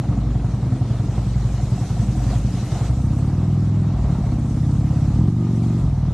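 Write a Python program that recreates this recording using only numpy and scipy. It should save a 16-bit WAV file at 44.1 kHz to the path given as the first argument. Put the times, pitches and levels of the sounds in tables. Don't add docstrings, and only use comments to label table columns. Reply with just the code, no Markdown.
import sys
import numpy as np
from scipy import signal
from scipy.io import wavfile
from scipy.ndimage import uniform_filter1d

SR = 44100
rng = np.random.default_rng(int(sys.argv[2]) if len(sys.argv) > 2 else 0)


def materialize(psi):
    bounded = np.clip(np.atleast_2d(psi).T, -1, 1)
    quanta = np.round(bounded * 32767).astype(np.int16)
    wavfile.write(sys.argv[1], SR, quanta)


def level_to_linear(level):
    exponent = np.asarray(level, float) / 20
    return 10 ** exponent


N = 270333

# time in seconds, firing cycles per second.
CRANK = [(0.0, 11.321), (0.89, 10.785), (1.07, 11.052), (2.81, 11.0), (3.312, 19.377), (3.449, 20.489),
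         (3.896, 20.556), (4.104, 18.258), (4.42, 15.984), (4.555, 16.162), (4.756, 17.002),
         (5.122, 17.021), (5.301, 24.152), (5.424, 24.074), (5.557, 23.022), (5.791, 23.796),
         (5.937, 19.999), (6.13, 18.176)]
# opens in seconds, shuts in seconds, opening from 0 to 1.
THROTTLE = [
    (2.947, 3.942, 0.38),
    (4.325, 5.123, 0.47),
    (5.139, 5.352, 0.47),
    (5.375, 5.793, 0.78),
]
GRIP_S = 0.035
REAR_LAG = 315 / 720

# frequency in Hz, width in Hz, level in dB.
PIPE_MODES = [(113.7, 38.6, 0)]
PUNCH_MODES = [(138.7, 30, 0)]
BARK_MODES = [(227.8, 41, -4.5), (304, 19, -15)]
RASP_MODES = [(272, 44, -1), (335, 40, 0), (376, 34, -4)]
MOUTH_MODES = [(580, 260, 4), (930, 150, 7.5), (1198, 98, 1)]
COLLECTOR_MODES = [(57.6, 22.4, 0)]
EARLIER_MODES = [(116, 70, 0)]

# idle level in dB, gain when revved in dB,
# gain at full throttle in dB, gain while the speed swings hard in dB.
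PIPE_LAW = (-22.5, -15, -3, 4)
PUNCH_LAW = (-39, 8, 0, 0)
BARK_LAW = (-45.5, 18, 10.5, -1)
MOUTH_LAW = (-70.5, 11, -2, 13.5)
THUMP_LAW = (-43, 13.5, 0, 9)
COLLECTOR_LAW = (-34, 15.5, -13, 3.5)

# start in seconds, end in seconds, change in dB.
FRONT_STARVES = (3.92, 4.6, -12)
REAR_STARVES = (5.82, 6.02, -8)

# firing order, level against the pipe's voice in dB.
NOTE_ORDERS = [(3, -8), (4, -5), (5, 0), (6, -11), (7, 0), (8, -6), (9, 0), (10, -5), (11, -9), (12, -5),
               (13, -8), (14, -1), (15, -11), (16, -4), (17, -6), (18, -1)]
# frequency in Hz, level in dB.
NOTE_VOICE = [(68, -4), (88, -6), (105, -1), (150, -3.5), (200, -8), (305, -17), (380, -23), (420, -45)]
# pressure trough in seconds, peak in dB.
BANGS = [(2.9, -23), (4.104, -10), (4.127, -12.5), (4.189, -9.5), (5.192, -15.5), (5.214, -12.5),
         (5.241, -12), (5.284, -9.5), (5.842, -11.5), (5.888, -17), (5.937, -19)]

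# frequency in Hz, width in Hz, level in dB.
OTHER_PIPE_MODES = [(115, 62, -20.5), (198, 120, -60)]
OTHER_CASING_MODES = [(715, 65, -35), (940, 20, -57.5), (1330, 330, -62)]
# time in seconds, peak in dB.
KNOCKS = [(0.051, -35), (0.114, -31), (0.169, -29), (0.23, -35), (0.352, -29), (0.435, -30), (0.675, -38),
          (0.725, -29), (0.761, -30.5), (0.999, -29), (1.131, -34), (1.215, -30), (1.406, -44), (1.46, -40),
          (1.594, -26.5), (1.643, -34), (1.711, -42), (1.779, -27.5), (1.833, -26.5), (1.967, -28),
          (2.019, -28), (2.152, -29), (2.202, -26.5), (2.332, -24), (2.482, -29), (2.571, -29),
          (2.755, -25), (2.847, -33), (2.926, -38), (2.988, -34), (3.222, -43), (3.495, -36), (3.534, -39),
          (3.573, -36), (3.683, -33), (3.912, -31), (4.001, -31), (4.051, -33), (4.099, -31), (4.148, -32),
          (4.239, -28), (4.323, -36), (4.354, -38), (4.663, -44), (4.833, -32.5), (4.953, -33),
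          (4.986, -33), (5.029, -33), (5.103, -38), (5.136, -36), (5.208, -36), (5.258, -44), (5.703, -37),
          (5.903, -32), (5.969, -37),
          (0.812, -31), (0.945, -28), (1.08, -38), (1.184, -31), (1.499, -32.5)]

# nearest in seconds, approach in seconds, leaving in seconds,
# spray in dB, fine spray in dB.
PASSES = [
    (1.1, 0.51, 1, -57.5, -92.5),
    (2.149, 0.93, 0.5, -50, -50.5),
    (2.8, 0.9, 0.4, -58, -52),
    (4.698, 0.8, 1, -68.5, -57.5),
    (5.659, 0.23, 0.21, -58.5, -57),
]
# time in seconds, length in seconds, rumble in dB, spray in dB.
SPLASHES = [(0.93, 0.066, 1.5, 3), (1.178, 0.026, 1, 1), (2.322, 0.042, 6, 5.5), (2.437, 0.046, -0.5, -1),
            (2.595, 0.092, -0.5, 4), (2.755, 0.077, 4.5, 5.5), (2.866, 0.026, 4, 4.5),
            (4.108, 0.28, 3.5, 1.5), (4.262, 0.022, 0, 2), (5.282, 0.006, 11.5, 5.5), (5.34, 0.079, -5, -4),
            (5.923, 0.1, -4.5, -2.5)]
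# frequency in Hz, width in Hz, level in dB.
TREAD_MODES = [(3850, 990, 0)]
# frequency in Hz, level in dB per Hz.
SPRAY = [(820, -29), (1400, -4), (1900, -4.5), (3240, -7.5), (3920, -7.5), (6000, -13), (7800, -48.5),
         (13200, -120)]
MIST = [(2940, -60), (5000, -4), (6100, 0.5), (7520, 0.5), (11200, -13), (13600, -21.5), (14800, -35)]
RUMBLE = [(300, 6), (400, -1), (520, -1), (750, -1.15), (1000, -6.5), (1350, -8), (1500, -20), (2200, -20)]
GROWL = [(38, -5.5), (55, -2), (120, -7), (200, -1), (300, -13), (420, -43)]
# frequency in Hz, side against mid in dB.
WIDTH = [(2900, -3), (6800, -3), (7600, -9), (9000, -14), (11000, -20), (13000, -18), (15000, -8)]


def engine_state():
    s, cycles_per_s = np.transpose(CRANK)
    rate = uniform_filter1d(np.interp(np.arange(N) / SR, s, cycles_per_s), size=SR // 20)
    idle_rate, revved_rate = 11.8, 15.3
    revved = np.clip((rate - idle_rate) / (revved_rate - idle_rate), 0, 1)
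    opening = sum(wide * between(opens, shuts) for opens, shuts, wide in THROTTLE)
    return rate, revved, np.clip(opening, 0, 1)


def motorcycle(rate, revved, opening):
    slope = np.gradient(rate) * SR
    hard_swing, slowing_share = 30, 0.87
    swing = np.clip(np.maximum(slope, -slowing_share * slope) / hard_swing, 0, 1)

    def law_db(law):
        idle, up, load, hard = law
        return idle + up * revved + load * opening + hard * swing

    def voice(sound, level_db):
        return rms_one(sound) * level_to_linear(level_db)

    cycle = -.03 + np.cumsum(rate) / SR
    rear_loss_db = starved(*REAR_STARVES)
    front_db = starved(*FRONT_STARVES)
    rear_db = -6.5 + 10 * revved + rear_loss_db
    scatter_db = 1.2 - .6 * revved + .05 * np.abs(slope) * (1 - opening)
    puffs = firings(cycle, front_db, rear_db, scatter_db, jitter_s=.0004)
    puffs = puffs / np.sqrt(rate * (level_to_linear(2 * front_db) + level_to_linear(2 * rear_db)))

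    bark_db = law_db(BARK_LAW) - 8 * revved * np.clip(1 - 10 * opening, 0, 1)
    punch_db = law_db(PUNCH_LAW)
    boom = voice(resonate(puffs, PIPE_MODES), law_db(PIPE_LAW))
    punch = voice(resonate(puffs, PUNCH_MODES), punch_db)
    header = voice(resonate(puffs, [(194, 44, 0)]), punch_db + 2)
    bark = voice(resonate(puffs, BARK_MODES), bark_db)
    rasp = voice(resonate(puffs, RASP_MODES), bark_db - 5 + 1.5 * (rate - rate.max()))
    crack = voice(resonate(puffs, MOUTH_MODES), law_db(MOUTH_LAW))
    thump = voice(signal.fftconvolve(puffs, blast())[:N], law_db(THUMP_LAW))
    collector = voice(resonate(puffs, COLLECTOR_MODES), law_db(COLLECTOR_LAW))

    even = revved * (1 - .55 * swing) * level_to_linear(.4 * (front_db + rear_loss_db))
    pulses = (boom - punch - header - bark - rasp - collector + thump) * (1 - .9 * even)
    bike = pulses + even * note(cycle, rate, opening) + crack
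    bike = bike + frame_throb(cycle, rate) + gear_whine(cycle, rate, opening)
    return bike, gas_rush(puffs)


def firings(cycle, front_db, rear_db, scatter_db, jitter_s):
    blow_lead_s = .007
    clicks, turns = np.zeros(N), np.arange(-1, 120)
    for lag, level_db in ((0, front_db), (REAR_LAG, rear_db)):
        luck = rng.standard_normal((len(turns), 2))
        at = np.interp(turns + lag, cycle, np.arange(N), left=-1, right=-1)
        inside = at >= 0
        shift_s = jitter_s * scatter_db[at.astype(int)] * luck[:, 0] - blow_lead_s
        at = (at + SR * shift_s).astype(int).clip(0, N - 1)
        inside &= at > 0
        clicks[at[inside]] = level_to_linear(level_db[at[inside]] + scatter_db[at[inside]] * luck[inside, 1])
    return clicks


def note(cycle, rate, opening):
    step = 8
    cycle, rate, opening = cycle[::step], rate[::step], opening[::step]
    out, flicker, wander = 0, drift(4.0)[::step], drift(1.5)[::step]
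    lag_turns, lag_hz, lag_width_hz, lead_s = .42, 100, 40, .0031
    for order, level_db in NOTE_ORDERS:
        hz = order * rate
        shift = order * len(rate) // 19
        load_db = 14 * (opening - .6) * np.log2(np.maximum(hz / lag_hz / 1.5, 1))
        pipe_lag = lag_turns * (1 + np.tanh((hz - lag_hz) / lag_width_hz))
        turns = order * cycle + lead_s * hz - pipe_lag + .05 * np.roll(wander, shift)
        pair = np.angle(1 + .8 * np.exp(-2j * np.pi * order * REAR_LAG))
        gain = level_to_linear(-17 + level_db + at_hz(NOTE_VOICE, hz) + load_db + .8 * np.roll(flicker, shift))
        out = out + gain * np.cos(2 * np.pi * turns + pair)
    return signal.resample_poly(out, step, 1)[:N]


def frame_throb(cycle, rate):
    throb_hz, width_hz = 52, 22
    return level_to_linear(-26) * np.sin(10 * np.pi * cycle) / (1 + ((5 * rate - throb_hz) / width_hz) ** 2)


def gear_whine(cycle, rate, opening):
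    whine_db = -62.5 + 13.5 * opening * np.clip(rate - 22.5, 0, 1)
    return level_to_linear(whine_db + 3 * drift(15)) * np.sin(2 * np.pi * 51.5 * cycle + 1.2 * drift(14))


def gas_rush(puffs):
    fade = np.exp(-1 / (.006 * SR))
    breath = signal.lfilter([1], [1, -2 * fade, fade * fade], puffs)
    return breath / uniform_filter1d(breath, SR // 4)


def blast():
    start_hz, end_hz, sag_s, peak_s, delay_s = 220, 90, .008, .005, .002
    t = np.maximum(np.arange(SR // 25) / SR - delay_s, 0)
    turns = end_hz * t + (start_hz - end_hz) * sag_s * (1 - np.exp(-t / sag_s))
    return (t * np.exp(-t / peak_s)) ** 2 * np.sin(2 * np.pi * turns)


def bangs():
    (s, level_db), clicks = np.transpose(BANGS), np.zeros(N)
    trough_s = 0.00576
    clicks[((s - trough_s) * SR).astype(int)] = level_to_linear(level_db)
    pulse = blast() / np.abs(blast()).max()
    return signal.fftconvolve(clicks, pulse)[:N] + level_to_linear(-30) * resonate(clicks, MOUTH_MODES)


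def earlier_puff():
    lead, click = int(.0047 * SR), np.zeros(N)
    click[0] = 1
    ring = np.append(resonate(click, EARLIER_MODES)[lead:], np.zeros(lead))
    return level_to_linear(-12) * ring / np.abs(ring).max()


def second_twin(duck):
    t, flat = np.arange(N) / SR, np.ones(N)
    cycle = .13 + 10.82 * t
    boom = -resonate(firings(cycle, 0 * flat, -1.5 * flat, 2 * flat, jitter_s=0.00023), OTHER_PIPE_MODES)
    taps = firings(cycle, -3 * flat, -3 * flat, 2.8 * flat, jitter_s=0.00023)
    s, peak_db = np.transpose(KNOCKS)
    taps[((s - .002) * SR).astype(int)] += level_to_linear(peak_db + 38.5)
    drone = level_to_linear(-33 + 2 * drift(5.0)) * np.sin(2 * np.pi * 113.6 * t + .5 * drift(1.0))
    throb = level_to_linear(-28 + drift(0.5)) * np.sin(2 * np.pi * (54.0 * t + .51))
    return duck * (boom + drone + throb) + resonate(taps, OTHER_CASING_MODES)


def street(breath, duck):
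    rumble_gain, spray_gain, mist_gain = traffic()
    gust = level_to_linear(.6 * drift(3.1))
    spray = banded_noise(SPRAY, 6, shared_db=0.5, own_db=2.2, own_rate=16) * spray_gain
    mist = banded_noise(MIST, 10, shared_db=0.7, own_db=2.1, own_rate=16) * mist_gain
    tread = rms_one(resonate(rng.standard_normal(N), TREAD_MODES))
    tread = tread * level_to_linear(-13 + 1.5 * drift(8.0)) * spray_gain
    rumble = banded_noise(RUMBLE, 4, shared_db=-0.87, own_db=0.0, own_rate=16) * rumble_gain * gust
    growl = banded_noise(GROWL, 2, shared_db=0.5, own_db=2.0, own_rate=2.2) * level_to_linear(-27) * duck
    pulsed = .2
    hiss = (spray + mist) * gust * (1.0 + 0.0056 * breath)
    return tread + growl + rumble * (1 - pulsed + pulsed * breath) + hiss


def traffic():
    t = np.arange(N) / SR
    spray_power, mist_power = level_to_linear(2 * -53.5), level_to_linear(2 * -61)
    for s, coming, going, spray_db, mist_db in PASSES:
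        near = 1 / (1 + ((t - s) / np.where(t < s, coming, going)) ** 2) ** 2
        spray_power = spray_power + level_to_linear(2 * spray_db) * near
        mist_power = mist_power + level_to_linear(2 * mist_db) * near
    low_db, high_db = sum(np.outer(db, np.exp(-((t - s) / length) ** 2)) for s, length, *db in SPLASHES)
    return level_to_linear(-40.5 + low_db), np.sqrt(spray_power) * level_to_linear(high_db), np.sqrt(mist_power) * level_to_linear(0.42 * high_db)


def banded_noise(spectrum, per_octave, shared_db, own_db, own_rate):
    low_hz, high_hz = spectrum[0][0], spectrum[-1][0]
    edges = np.geomspace(low_hz, high_hz, int(per_octave * np.log2(high_hz / low_hz)) + 2)
    out, together, white = 0, drift(16.0), rng.standard_normal((2, 2, N))
    for k, (low, high) in enumerate(zip(edges, edges[1:])):
        band_pass = signal.butter(2, [low, high], "band", fs=SR, output="sos")
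        band = signal.sosfilt(band_pass, white[k % 2])
        hz = np.sqrt(low * high)
        gain = level_to_linear(at_hz(spectrum, hz) + shared_db * together + own_db * drift(own_rate))
        out = out + gain * band * [[1], [level_to_linear(at_hz(WIDTH, hz))]]
    return out / np.sqrt(np.mean(out[0] ** 2))


def resonate(x, modes):
    out = np.zeros(N)
    for k, (hz, width, level_db) in enumerate(modes):
        r = np.exp(-np.pi * width / SR)
        section = [(1 - r * r) / 2, 0, -(1 - r * r) / 2, 1, -2 * r * np.cos(2 * np.pi * hz / SR), r * r]
        ring = signal.sosfilt([section, section], x + 1e-18)
        out += level_to_linear(level_db) * (-1) ** k * ring * SR / width / 6
    return out


def between(start, stop):
    t = np.arange(N) / SR
    return np.clip(np.minimum(t - start, stop - t) / GRIP_S + .5, 0, 1)


def starved(starves, recovers, level_db):
    return level_db * between(starves, recovers)


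def drift(rate):
    r = np.exp(-80 * np.pi * rate / SR)
    slow = signal.lfilter([1], [1, -2 * r, r * r], rng.standard_normal(N // 40 + 2002))[2000:]
    return np.interp(np.arange(N) / 40, np.arange(len(slow)), rms_one(slow))


def rms_one(x):
    return x / np.sqrt(np.mean(x ** 2) + 1e-20)


def at_hz(points, hz):
    known_hz, level = np.transpose(points)
    return np.interp(np.log(hz), np.log(known_hz), level)


def scene():
    rate, revved, opening = engine_state()
    duck = level_to_linear(-7 * revved)
    bike, breath = motorcycle(rate, revved, opening)
    mid, side = street(breath, duck)
    mid = mid + bike + bangs() + earlier_puff() + second_twin(duck)
    return np.array([mid + side, mid - side])


def top_cut(x):
    return signal.sosfilt(signal.butter(12, 14920, fs=SR, output="sos"), x)


def record(dry):
    bass_cut_hz, mono_below_hz, peak_room = 33, 3050, .9
    bass_cut = signal.butter(6, bass_cut_hz, "high", fs=SR, output="sos")
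    mid = signal.sosfilt(bass_cut, dry.mean(axis=0))
    mid = peak_room * np.tanh(mid / peak_room)
    treble = signal.cheby2(14, 70, mono_below_hz - 100, "high", fs=SR, output="sos")
    side = signal.sosfilt(treble, (dry[0] - dry[1]) / 2)
    return top_cut(np.array([mid + side, mid - side]))


dry = scene()
out = record(dry)
materialize(out)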